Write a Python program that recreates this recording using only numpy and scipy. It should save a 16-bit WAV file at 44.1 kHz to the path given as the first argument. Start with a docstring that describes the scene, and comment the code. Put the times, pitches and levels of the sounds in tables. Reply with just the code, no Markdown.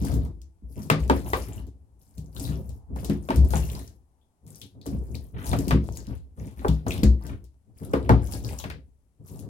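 """A cat turns about in an empty bathtub and swats at a glass jug that is swung around it.
Its paws slap, thump and shuffle on the hollow tub, which rings and booms; a wet pad squeaks.
As the jug swings, water splashes (many tiny ringing bubbles) and drips (single splats and plinks).
Claws and flung water tick on the enamel, and the small tiled bathroom rings briefly."""
import sys
import numpy as np
from scipy import signal
from scipy.fft import rfft, irfft, next_fast_len
from scipy.io import wavfile
from scipy.ndimage import map_coordinates

SR = 44100
rng = np.random.default_rng(int(sys.argv[2]) if len(sys.argv) > 2 else 0)


def materialize(psi):
    """Save the field psi as 16-bit PCM at rate SR to the path in sys.argv[1].

    A 1-D psi becomes a single channel; in a 2-D psi each row is a channel.
    """
    bounded = np.clip(np.atleast_2d(psi).T, -1, 1)
    quanta = np.round(bounded * 32767).astype(np.int16)
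    wavfile.write(sys.argv[1], SR, quanta)


N = 418509
T = np.arange(SR // 2) / SR  # the life of one short sound [s]

# Levels are relative, before later gains. A ring time (t60) is the time taken to fade by 60 dB.
# the tone of the quiet room (frequency [Hz], level [dB])
HUSH_TONE = [(20, -12), (64, -5), (130, -12.5), (300, -20.5), (1000, -34.5), (1600, -39.5), (4000, -46),
             (10000, -40), (16000, -53.5)]
# the rise and fall of a faint hollow noise (time [s], level [dB])
WASH_LEVELS = [(1.7, -82.5), (2.8, -69), (4.3, -80.5), (9, -90.5)]
# the cat shifts its feet (start [s], length [s], rumble level [dB], flexing level [dB])
FOOT_SHIFTS = [(0.01, 0.21, -28, -25.5), (0.633, 0.11, -49.5, -39), (0.765, 0.085, -35, -57.5),
               (0.967, 0.32, -32.5, -32.5), (1.328, 0.29, -36.5, -35.5), (1.804, 0.42, -60, -57.5),
               (2.17, 0.081, -44, -41), (2.355, 0.23, -32.5, -41), (2.478, 0.1, -32, -33),
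               (2.685, 0.029, -41.5, -33.5), (2.896, 0.29, -34, -34), (3.34, 0.29, -29, -25),
               (3.711, 0.059, -32.5, -35.5), (4.432, 0.26, -49.5, -59), (4.745, 0.051, -41.5, -63),
               (4.888, 0.11, -31.5, -32), (5.073, 0.099, -35.5, -33.5), (5.341, 0.27, -33.5, -41),
               (5.469, 0.42, -34, -28.5), (5.884, 0.12, -41, -45), (6.084, 0.035, -36, -29.5),
               (6.375, 0.085, -35.5, -39.5), (6.572, 0.15, -38, -34.5), (6.856, 0.24, -29, -31.5),
               (7.24, 0.087, -36.5, -34), (7.669, 0.2, -54.5, -55.5), (7.815, 0.34, -33.5, -50.5),
               (8.092, 0.025, -21, -18), (8.28, 0.23, -35.5, -33.5), (8.636, 0.03, -34.5, -33),
               (9.199, 0.027, -47, -63), (9.298, 0.18, -38.5, -50)]
# the tone of the tub flexing (frequency [Hz], level [dB])
FLEX_TONE = [(22, -40), (40, -32.5), (52, -8.5), (63, 1.5), (76, -8), (100, -15.5), (600, -120)]
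# the tone of soft paws on the tub (frequency [Hz], level [dB])
PAW_TONE = [(40, -39), (95, 3), (160, 4.5), (280, -2.5), (400, -7.5), (700, -14), (1100, -22), (8000, -100)]
# the notes at which the tub rings (pitch [Hz], level [dB], ring time [s])
TUB_NOTES = [(98.7, 5, 0.17), (116.6, 2, 0.31), (156.1, 0, 0.36), (189, -7, 0.31), (208.6, -0.5, 0.3),
             (256, -5.5, .26), (278.8, 3, 0.26), (328.4, -16.5, 1), (357.4, -3, 0.29), (394.3, -2.5, 0.09),
             (450, -2, 0.24), (518, -3, 0.18), (638, -6, 0.18), (857, -7.5, 0.4), (943, -9, 0.16),
             (1190, -15, 0.13)]
# water is thrown about (start [s], length [s], spray level [dB], slosh level [dB])
WATER_THROWS = [(.01, 0.099, -48.5, -46.5), (0.194, 0.055, -68, -59), (0.697, .04, -64, -87),
                (0.762, 0.081, -56.5, -54), (0.983, 0.05, -60, -52), (1.13, 0.049, -54.5, -47),
                (1.254, 0.14, -46, -48), (1.404, .17, -58.5, -53.5), (1.998, 0.28, -67.5, -75),
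                (2.345, 0.074, -53.5, -54), (2.406, .04, -44, -49), (2.473, 0.037, -57.5, -50.5),
                (2.542, 0.21, -68, -73.5), (2.962, .16, -56, -53), (3.221, 0.07, -59.5, -64.5),
                (3.329, 0.026, -56, -45.5), (3.479, 0.17, -47, -52), (3.538, 0.019, -43, -39),
                (3.661, 0.13, -50, -52), (3.828, 0.044, -63, -70.5), (4.47, 0.15, -59.5, -66),
                (4.854, 0.07, -57, -56.5), (5.03, 0.25, -66, -69), (5.383, 0.066, -59, -57.5),
                (5.452, 0.04, -43, -41.5), (5.56, 0.15, -54, -48.5), (5.83, 0.085, -63, -58.5),
                (5.937, 0.012, -48, -48.5), (6.051, .1, -67.5, -59), (6.376, 0.13, -63.5, -58),
                (6.571, 0.18, -59, -54.5), (6.872, 0.11, -49.5, -46), (7.207, 0.08, -60, -53.5),
                (7.77, 0.022, -61, -62.5), (7.823, 0.077, -64.5, -58.5), (7.958, 0.24, -68.5, -55.5),
                (8.222, 0.059, -55.5, -55), (8.307, 0.04, -48, -45.5), (8.433, 0.08, -47.5, -47),
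                (8.574, 0.023, -50.5, -51), (9.258, 0.14, -58, -60)]
# the tone of fine spray (frequency [Hz], level [dB])
SPRAY_TONE = [(1500, -39.5), (4000, -10.5), (6500, -2), (8000, -2), (10000, 6.5), (13000, 4.5),
              (16000, 3.5)]
# the tone of coarse sloshing (frequency [Hz], level [dB])
SLOSH_TONE = [(200, 9), (800, 5.5), (1300, 0.5), (2200, -2.5), (4200, -4.5), (12000, -35.5)]
# paws land on the tub floor (time [s], level [dB], centre pitch [Hz])
PAW_LANDINGS = [(.014, -20.5, 205), (0.052, -24, 265), (0.125, -17, 161), (0.156, -26, 277),
                (0.623, -42, 208), (0.794, -30, 217), (0.91, -11, 162), (1.102, -10.5, 264),
                (1.341, -32.5, 347), (2.181, -28, 136), (2.412, -28.5, 278), (2.491, -22.5, 170),
                (2.893, -41.5, 261), (2.962, -32.5, 177), (3.096, -12, 217), (3.297, -16.5, 266.4),
                (3.376, -15, 150), (3.549, -17, 152), (4.456, -40, 166), (4.867, -24.5, 282),
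                (4.927, -25, 197.7), (5.533, -14.5, 169), (5.584, -19, 250), (5.674, -18.5, 210),
                (5.722, -10, 124), (5.738, -9.5, 205), (6.075, -29, 202), (6.379, -36.5, 206),
                (6.592, -37, 257), (6.648, -17.5, 390), (6.688, -11.5, 163), (6.87, -24, 345),
                (7.032, -9, 231), (7.041, -12, 108.8), (7.941, -14, 263), (8.098, -9, 197.7),
                (8.108, -6.5, 110.8), (8.648, -32, 146)]
# claws and flung water hit the enamel (time [s], level [dB])
ENAMEL_TICKS = [(.0503, -29), (0.1164, -34), (.1396, -32), (.2503, -46.5), (0.8344, -41), (1.0026, -39.5),
                (1.0783, -39), (1.6681, -48.5), (2.18, -39.5), (2.374, -37), (2.6923, -41.5), (3.046, -28),
                (3.3598, -26.5), (3.448, -36), (3.5052, -28), (4.4652, -45.5), (4.864, -29), (5.466, -27),
                (5.681, -23.5), (5.8417, -47), (6.4692, -45), (7.2667, -35), (7.441, -47.5), (8.3229, -28),
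                (9.2843, -44), (9.392, -40)]
# the cat's weight flexes the whole tub (time [s], level [dB], pitch [Hz])
TUB_BOOMS = [(0.099, -38, 62.9), (0.992, -24, 63.1), (1.087, -25, 66.4), (3.362, -13, 66.7),
             (3.512, -23.5, 65.2), (5.709, -19.5, 62.6), (6.667, -19.5, 62.2), (7.044, -11.5, 62.8),
             (7.936, -29.5, 66.4), (8.079, -17, 57.7)]
# single drops land (time [s], level [dB], pitch [Hz], clearness of the ring [Q])
WATER_DROPS = [(0.416, -43, 6170, 1.9), (1.5319, -37.5, 7340, 6), (1.5785, -43.5, 2910, 7.8),
               (2.364, -31.5, 3650, 4.3), (2.3966, -28, 7650, 2.6), (2.451, -32.5, 4000, 5.4),
               (3.5682, -26, 6790, 2.8), (3.6334, -41, 2760, 8.1), (3.699, -32.5, 3320, 2.4),
               (3.7505, -30.5, 4700, 2.2), (3.7918, -41, 4000, 4.8), (3.8762, -36.5, 5600, 1.6),
               (4.213, -69, 3400, 10), (4.504, -39, 8550, 3.6), (4.5561, -37, 9330, 2.5),
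               (4.615, -30, 3510, 2.3), (4.814, -42.5, 4180, 4), (5.146, -37.5, 2330, 3),
               (5.152, -30, 4400, 2), (5.4437, -35.5, 7000, 3), (5.515, -27.5, 3790, 3.1),
               (5.588, -24.5, 6700, 1.3), (5.9234, -40, 6250, 3.3), (5.9715, -27.5, 7040, 2.9),
               (6.068, -38.5, 4100, 1.6), (6.6822, -24, 3430, 1.4), (6.882, -28, 7050, 2.8),
               (6.9069, -22, 2490, 4.3), (6.919, -27.5, 3560, 3.4), (6.978, -32, 2946, 2),
               (7.0325, -25, 4310, 3), (7.037, -23, 6880, 2.7), (7.8485, -33.5, 10600, 2.4),
               (8.2411, -39.5, 10290, 4.4), (8.2711, -34.5, 6500, 3), (8.49, -33.5, 2140, 2),
               (8.5876, -28, 6400, 3.5), (8.5994, -32, 3460, 2.3)]
# sharp paw slaps (time [s], knock level [dB], crack level [dB], snap level [dB], panel pitch [Hz])
PAW_SLAPS = [(0.9, -11, -27, -34.5, 1206), (1.098, -11, -34, -43, 912), (1.333, -15, -35, -47, 1137),
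             (2.961, -34, -64, -59, 480), (3.098, -34, -47, -50, 460), (3.288, -22, -46.5, -54, 634),
             (3.304, -19, -41, -51.5, 910), (3.535, -20.5, -46, -50.5, 840), (4.858, -35, -75, -59.5, 507),
             (5.531, -18, -40.5, -47, 705), (5.708, -18, -33, -44, 1140), (6.647, -18.5, -57.5, -64, 875),
             (6.866, -24.5, -51, -59.5, 636), (7.033, -29.5, -42.5, -46, 495),
             (7.935, -14, -42, -49.5, 448), (8.093, -8, -36, -45, 875), (8.64, -33, -44, -57.5, 630),
             (8.7, -36, -44.5, -54.5, 1503)]
# the tone of a slap's low knock (frequency [Hz], level [dB])
KNOCK_TONE = [(100, -32), (400, 2), (650, 4.5), (900, 2), (1200, 0.5), (1600, -8), (2600, -30), (8000, -80)]
# the tone of a slap's bright crack (frequency [Hz], level [dB])
CRACK_TONE = [(500, -40), (1500, 5), (2100, 4), (3300, -2.5), (5000, -8.5), (12000, -44)]
# the tone of a slap's very high snap (frequency [Hz], level [dB])
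SNAP_TONE = [(1500, -44), (5000, -1), (9000, 1), (16000, -3)]
# a wet pad sticks and slips (time [s], level [dB])
PAD_SLIPS = [(5.34, -55), (5.361, -47), (5.381, -44.5), (5.405, -51), (5.41, -47.5), (5.434, -44),
             (6.1, -54), (6.123, -60), (7.29, -45.5), (7.325, -52.5)]
# the strength of a squeak's overtones (frequency [Hz], level [dB])
SQUEAK_TONE = [(450, -15.5), (1400, -2.5), (3200, -13), (4500, -15.5)]
# how long the bathroom rings (frequency [Hz], ring time [s])
ROOM_RING = [(100, 0.14), (260, 0.5), (700, 0.18), (1800, 0.21), (5000, 0.23), (13000, 0.11)]
# how alike the room sounds on the left and right (frequency [Hz], likeness [0 to 1])
SIDE_LIKENESS = [(60, 0.9), (125, 0.25), (250, 0.95), (600, 0.96), (1200, 0.093), (2500, 0.05),
                 (6000, 0.0048)]
# how much louder the left side is than the right (frequency [Hz], level [dB])
LEFT_BOOST = [(60, 3), (125, 4), (300, 1.5), (1000, 1.5), (2000, 3.5), (4000, 6.5), (12000, 7.5)]


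def amp(db):
    """Turn decibels into a gain."""
    return 10 ** (np.asarray(db) / 20)


def unit(x):
    """Scale a sound to an average (rms) level of 1."""
    return x / np.sqrt(np.mean(x ** 2) + 1e-20)


def head_unit(x):
    """Scale a blow so that its first 30 ms have an average (rms) level of 1."""
    return x / np.sqrt(np.mean(x[..., :1323] ** 2) + 1e-20)


def along(points, hz):
    """Read between the rows of a (frequency, value) table, on a log scale."""
    freqs, values = np.transpose(points)
    return np.interp(np.log(hz + 1), np.log(freqs + 1), values)


def filtered(x, response):
    """Give each frequency in x the gain that response returns for it."""
    n = x.shape[-1]
    padded = next_fast_len(n + 8192)
    return irfft(rfft(x, padded) * response(np.fft.rfftfreq(padded, 1 / SR)), padded)[..., :n]


def coloured(x, tone):
    """Shape a sound with a tone table."""
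    return filtered(x, lambda hz: amp(along(tone, hz)))


def resonance(hz, centre, q):
    """A filter that rings at one pitch; a higher q rings longer and clearer."""
    return 1j * hz * centre / q / (centre ** 2 - hz ** 2 + 1j * hz * centre / q)


def wobble(rate):
    """A smooth curve through rate random points a second."""
    return map_coordinates(rng.standard_normal(N // 100), [np.arange(N) * rate / SR])


def fade(t60, t=T):
    """Die away by 60 dB every t60 seconds."""
    return np.exp(-np.log(1000) * t / t60)


def onset(attack_s):
    """Rise smoothly from 0 towards 1."""
    return 1 - np.exp(-T / attack_s)


def surges(start, length, db, rise, sag, fall):
    """The gain of overlapping events: each rises, sags, then dies away (slopes in dB per second)."""
    grid = np.arange(0, N, 64)
    age = grid[:, None] / SR - start
    loss_db = rise * np.maximum(0.01 - age, 0) + sag * np.maximum(age, 0)
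    loss_db += fall * np.maximum(age - length, 0)
    return np.interp(np.arange(N), grid, np.linalg.norm(amp(db - loss_db), axis=1))


def add(track, s, x):
    """Mix a short stereo sound into the track at s seconds."""
    part = track[:, max(round(s * SR), 0):][:, :x.shape[1]]
    part += x[:, :part.shape[1]]


def diffuse(pair):
    """Blend two noises to surround the listener: mostly alike in the bass, unrelated in the treble."""
    turn = lambda hz: np.arccos(np.clip(along(SIDE_LIKENESS, hz), -1, 1)) / 2
    mid, side = filtered(pair, lambda hz: np.array([np.cos(turn(hz)), np.sin(turn(hz))]))
    return np.array([mid + side, mid - side])


def direct(x):
    """The straight path to the listener; the right side lags by 0 to 7 samples, at random."""
    return np.array([x, np.pad(x, (rng.integers(8), 0))[:len(x)]])


def tiles():
    """Echoes off the tiles blur into a short tail of noise, new each time."""
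    hz, t, spectrum = signal.stft(rng.standard_normal((2, len(T))), SR, nperseg=256)
    spectrum *= fade(along(ROOM_RING, hz)[:, None], t)
    tail = signal.istft(spectrum, SR, nperseg=256)[1][:, :len(T)]
    tail = diffuse(tail * onset(0.0035))
    return tail / np.linalg.norm(tail[0])


def bathroom(x, echo_db):
    """A mono sound arrives directly and by way of the tiles."""
    return signal.fftconvolve(x[None], direct(T == 0) + amp(echo_db) * tiles(), axes=1)


def moving(x, echo_db):
    """A sound travels through the room, so each stretch gets its own echoes."""
    out = np.zeros((2, N))
    for part in np.array_split(np.arange(N), 24):
        add(out, part[0] / SR, bathroom(x[part], echo_db))
    return out / np.hypot(1, amp(echo_db))


def contact(t60, attack_s, echo_db):
    """Tiny collisions make a burst of noise, and the tiles answer."""
    burst = rng.standard_normal(len(T)) * fade(t60) * onset(attack_s)
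    return direct(burst / np.linalg.norm(burst)) + amp(echo_db) * tiles() * onset(attack_s)


def tub_shell(hz, depth):
    """The tub boosts sound near its own notes."""
    notes = (amp(db) / (1 + 1j * (hz - f) * t60 * np.pi / np.log(1000)) for f, db, t60 in TUB_NOTES)
    return 1 + depth * sum(notes)


def hush(level_db=-68):
    """The quiet room: a steady, low noise."""
    return amp(level_db) * unit(coloured(diffuse(rng.standard_normal((2, N))), HUSH_TONE))


def wash(pitch_hz=800):
    """A faint hollow noise swells and fades behind everything."""
    noise = diffuse(rng.standard_normal((2, N)))
    hollow = filtered(noise, lambda hz: resonance(hz, pitch_hz, q=1.7) ** 3)
    level_db = np.interp(np.arange(N) / SR, *np.transpose(WASH_LEVELS))
    return amp(level_db) * unit(hollow)


def shuffle():
    """Shifting feet make the shell rumble in uneven bumps; the same weight flexes the tub deeply."""
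    start, length, rumble_db, flex_db = np.transpose(FOOT_SHIFTS)
    flex_gain = surges(start, length, flex_db, rise=451.5, sag=4.5, fall=85.5)
    rumble_gain = surges(start, length, rumble_db, rise=800.5, sag=4.5, fall=121.5)
    flex = unit(coloured(diffuse(rng.standard_normal((2, N))), FLEX_TONE))
    bumps = amp(3 * wobble(44))
    tread = coloured(diffuse(bumps * rng.standard_normal((2, N))), PAW_TONE)
    rumble = unit(filtered(tread, lambda hz: tub_shell(hz, depth=3)))
    return amp(-1) * flex_gain * flex + amp(-2) * rumble_gain * rumble


def bubbles(per_s, hz, octaves, cycles, scatter_db, size=256):
    """Tiny bubbles each ring for a few cycles, at a random time, pitch and strength."""
    when, how_high, how_loud = rng.random((int(per_s * N / SR), 3)).T[:, :, None]
    t = T[:size]
    start = (when * N).astype(int)
    pitch = np.minimum(hz * 2 ** (octaves * (2 * how_high - 1)), SR / 2)
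    strength = amp(scatter_db * np.minimum(-np.log(1 - how_loud), 4))
    rings = strength * np.sin(2 * np.pi * pitch * t) * fade(cycles / pitch, t) * np.sqrt(pitch)
    rings *= 1 - np.exp(-pitch * t / 2)  # each swells over two cycles
    positions = start + np.arange(size)
    return unit(np.bincount(positions.ravel(), rings.ravel(), N + size)[:N])


def splashes():
    """Each splash throws clumps of fine spray and ringing droplets over coarser sloshing."""
    start, length, spray_db, slosh_db = np.transpose(WATER_THROWS)
    slopes = dict(rise=741.5, sag=10, fall=204.5)
    spray_gain = surges(start, length, spray_db, **slopes)
    slosh_gain = surges(start, length, slosh_db + 0.5, **slopes)
    clumps = amp(4 * wobble(130))
    fine = bubbles(per_s=2200, hz=8550, octaves=0.94, cycles=6, scatter_db=5)
    patter = amp(-3) * bubbles(per_s=130, hz=8000, octaves=0.8, cycles=9, scatter_db=3.8)
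    coarse = bubbles(per_s=900, hz=2010, octaves=1.8, cycles=4.5, scatter_db=6)
    spray = spray_gain * unit(coloured(clumps * fine, SPRAY_TONE))
    slosh = slosh_gain * unit(coloured(coarse, SLOSH_TONE))
    # the pattering droplets land closer to the listener, so they have less echo
    return moving(spray + slosh, echo_db=-1) + moving(spray_gain * patter, echo_db=-5)


def paw_thumps(gain_db=-8.5, sing_db=6, puff_db=-19):
    """A soft paw rings the tub's notes around one pitch; a harder blow reaches higher notes."""
    out = np.zeros((2, N))
    hz, note_db, t60 = np.transpose(TUB_NOTES)
    notes = fade(t60[:, None]) * np.exp(2j * np.pi * hz[:, None] * T)
    for s, db, centre in PAW_LANDINGS:
        octaves_away = np.abs(np.log2(hz / centre))
        nearest = octaves_away == octaves_away.min()  # this note sings out
        reach = 0.55 * np.where(hz > centre, 2 ** ((db + 25.5) / 34), 1)
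        weight = amp(note_db + sing_db * nearest + rng.normal(0, 2, len(hz)))
        weight *= np.exp(-(octaves_away / reach) ** 2 / 2)
        # standing waves reach left and right slightly out of step
        phase = rng.random(len(hz)) + 0.068 * rng.standard_normal((2, len(hz)))
        ring = ((weight * np.exp(2j * np.pi * phase)) @ notes).imag
        puff = coloured(diffuse(rng.standard_normal((2, len(T)))), PAW_TONE) * fade(0.1)
        blow = (head_unit(ring) + amp(puff_db) * head_unit(puff)) * onset(0.0013)
        add(out, s, amp(db + gain_db) * head_unit(blow))
    return out


def ticks(centre_hz=7000):
    """Claws and flung water hit the hard enamel with a crisp, toneless tick."""
    out = np.zeros((2, N))
    for s, db in ENAMEL_TICKS:
        hit = contact(t60=0.009, attack_s=0.0009, echo_db=0)
        tick = filtered(hit, lambda hz: resonance(hz, centre_hz, q=0.49) ** 2)
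        add(out, s, amp(db) * tick / np.abs(tick).max())
    return out


def booms(gain_db=2, swell_s=0.043):
    """Under the cat's weight the tub's lowest note swells, then lingers in the room."""
    out = np.zeros((2, N))
    push = (T / swell_s * np.exp(1 - T / swell_s)) ** 2
    linger = amp(-15) * fade(1.0) * onset(swell_s)
    for s, db, hz in TUB_BOOMS:
        boom = amp(db + gain_db) * (push + linger) * np.sin(2 * np.pi * hz * T)
        add(out, s, np.tile(boom, (2, 1)))
    return out


def drops():
    """A drop splats and rings the air that it traps; the clearer the ring, the fainter the tick."""
    out = np.zeros((2, N))
    splat = lambda: contact(t60=0.012, attack_s=0.001, echo_db=-4)
    for s, db, pitch, q in WATER_DROPS:
        pocket = filtered(splat(), lambda hz: resonance(hz, pitch, q) ** 2)
        # the tick loses its bass and its highest treble
        tick_tone = lambda hz: (1j * hz / (2000 + 1j * hz)) ** 3 / (1 + 1j * hz / (2 * pitch))
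        tick = filtered(splat(), tick_tone)
        drop = unit(pocket) + amp(3) / q * unit(tick)
        add(out, s, amp(db) * drop / np.abs(drop).max())
    return out


def paw_slaps(attack_s=0.0007, echo_db=-2):
    """A swat knocks the tub and rings the panel it hits, with a crack and a snap on top."""
    out = np.zeros((2, N))
    burst = lambda tone, t60: coloured(contact(t60, attack_s, echo_db), tone)
    for s, knock_db, crack_db, snap_db, pitch in PAW_SLAPS:
        body = lambda hz: tub_shell(hz, depth=0.86) * (1 + 1.6 * resonance(hz, pitch, q=8))
        knock = filtered(burst(KNOCK_TONE, t60=0.024), body)
        panel = np.sin(2 * np.pi * pitch * T) + np.sin(2 * np.pi * pitch * np.sqrt(3) * T) / 2
        clack = direct(panel * fade(0.055) * onset(attack_s))  # the panel's first brief swing
        add(out, s, amp(knock_db - 10) * head_unit(knock))
        add(out, s, amp(knock_db - 15) * head_unit(clack))
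        add(out, s, amp(crack_db + 1) * head_unit(burst(CRACK_TONE, t60=0.03)))
        add(out, s, amp(snap_db) * head_unit(burst(SNAP_TONE, t60=0.0033)))
    return out


def pad_skid(gain_db=-2, pitch_hz=445, slip_s=0.016):
    """A wet pad stutters across the tub floor; every slip is a short, rough squeak."""
    out = np.zeros((2, N))
    orders = np.arange(1, 9)[:, None]
    strengths = amp(along(SQUEAK_TONE, orders * pitch_hz))
    stroke = np.sin(np.pi * np.minimum(T / slip_s, 1))
    for s, db in PAD_SLIPS:
        wavering_hz = pitch_hz * (1 + 0.13 * wobble(410)[:len(T)])
        cycles = np.cumsum(wavering_hz) / SR
        overtones = strengths * np.sin(2 * np.pi * (orders * cycles + rng.random(orders.shape)))
        squeak = unit(overtones.sum(0)) * stroke
        add(out, s, amp(db + gain_db) * bathroom(squeak, echo_db=-2))
    return out


def tap(time_s=5.889, level_db=-17, pitch_hz=620):
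    """One small tap close to the listener, with no echo."""
    out = np.zeros((2, N))
    blip = amp(level_db) * np.sin(2 * np.pi * pitch_hz * T) * fade(0.0038)
    add(out, time_s, np.tile(blip, (2, 1)))
    return out


def scene():
    """Cat, tub and water in the bathroom."""
    cat = paw_slaps() + paw_thumps() + booms() + shuffle() + pad_skid()
    return cat + tap() + drops() + ticks() + splashes() + wash() + hush()


def record(dry, lead_s=0.00025, top_hz=15950):
    """The left side is louder and a little earlier; peaks are rounded and the top treble is cut."""
    sides = np.array([[1], [-1]]) / 2
    balance = lambda hz: amp(sides * along(LEFT_BOOST, hz))
    stereo = filtered(dry, lambda hz: balance(hz) * np.exp(2j * np.pi * hz * lead_s * sides))
    rounded = stereo / (1 + np.abs(stereo) ** 6) ** (1 / 6)
    return filtered(rounded, lambda hz: hz < top_hz)


dry = scene()
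out = record(dry)
materialize(out)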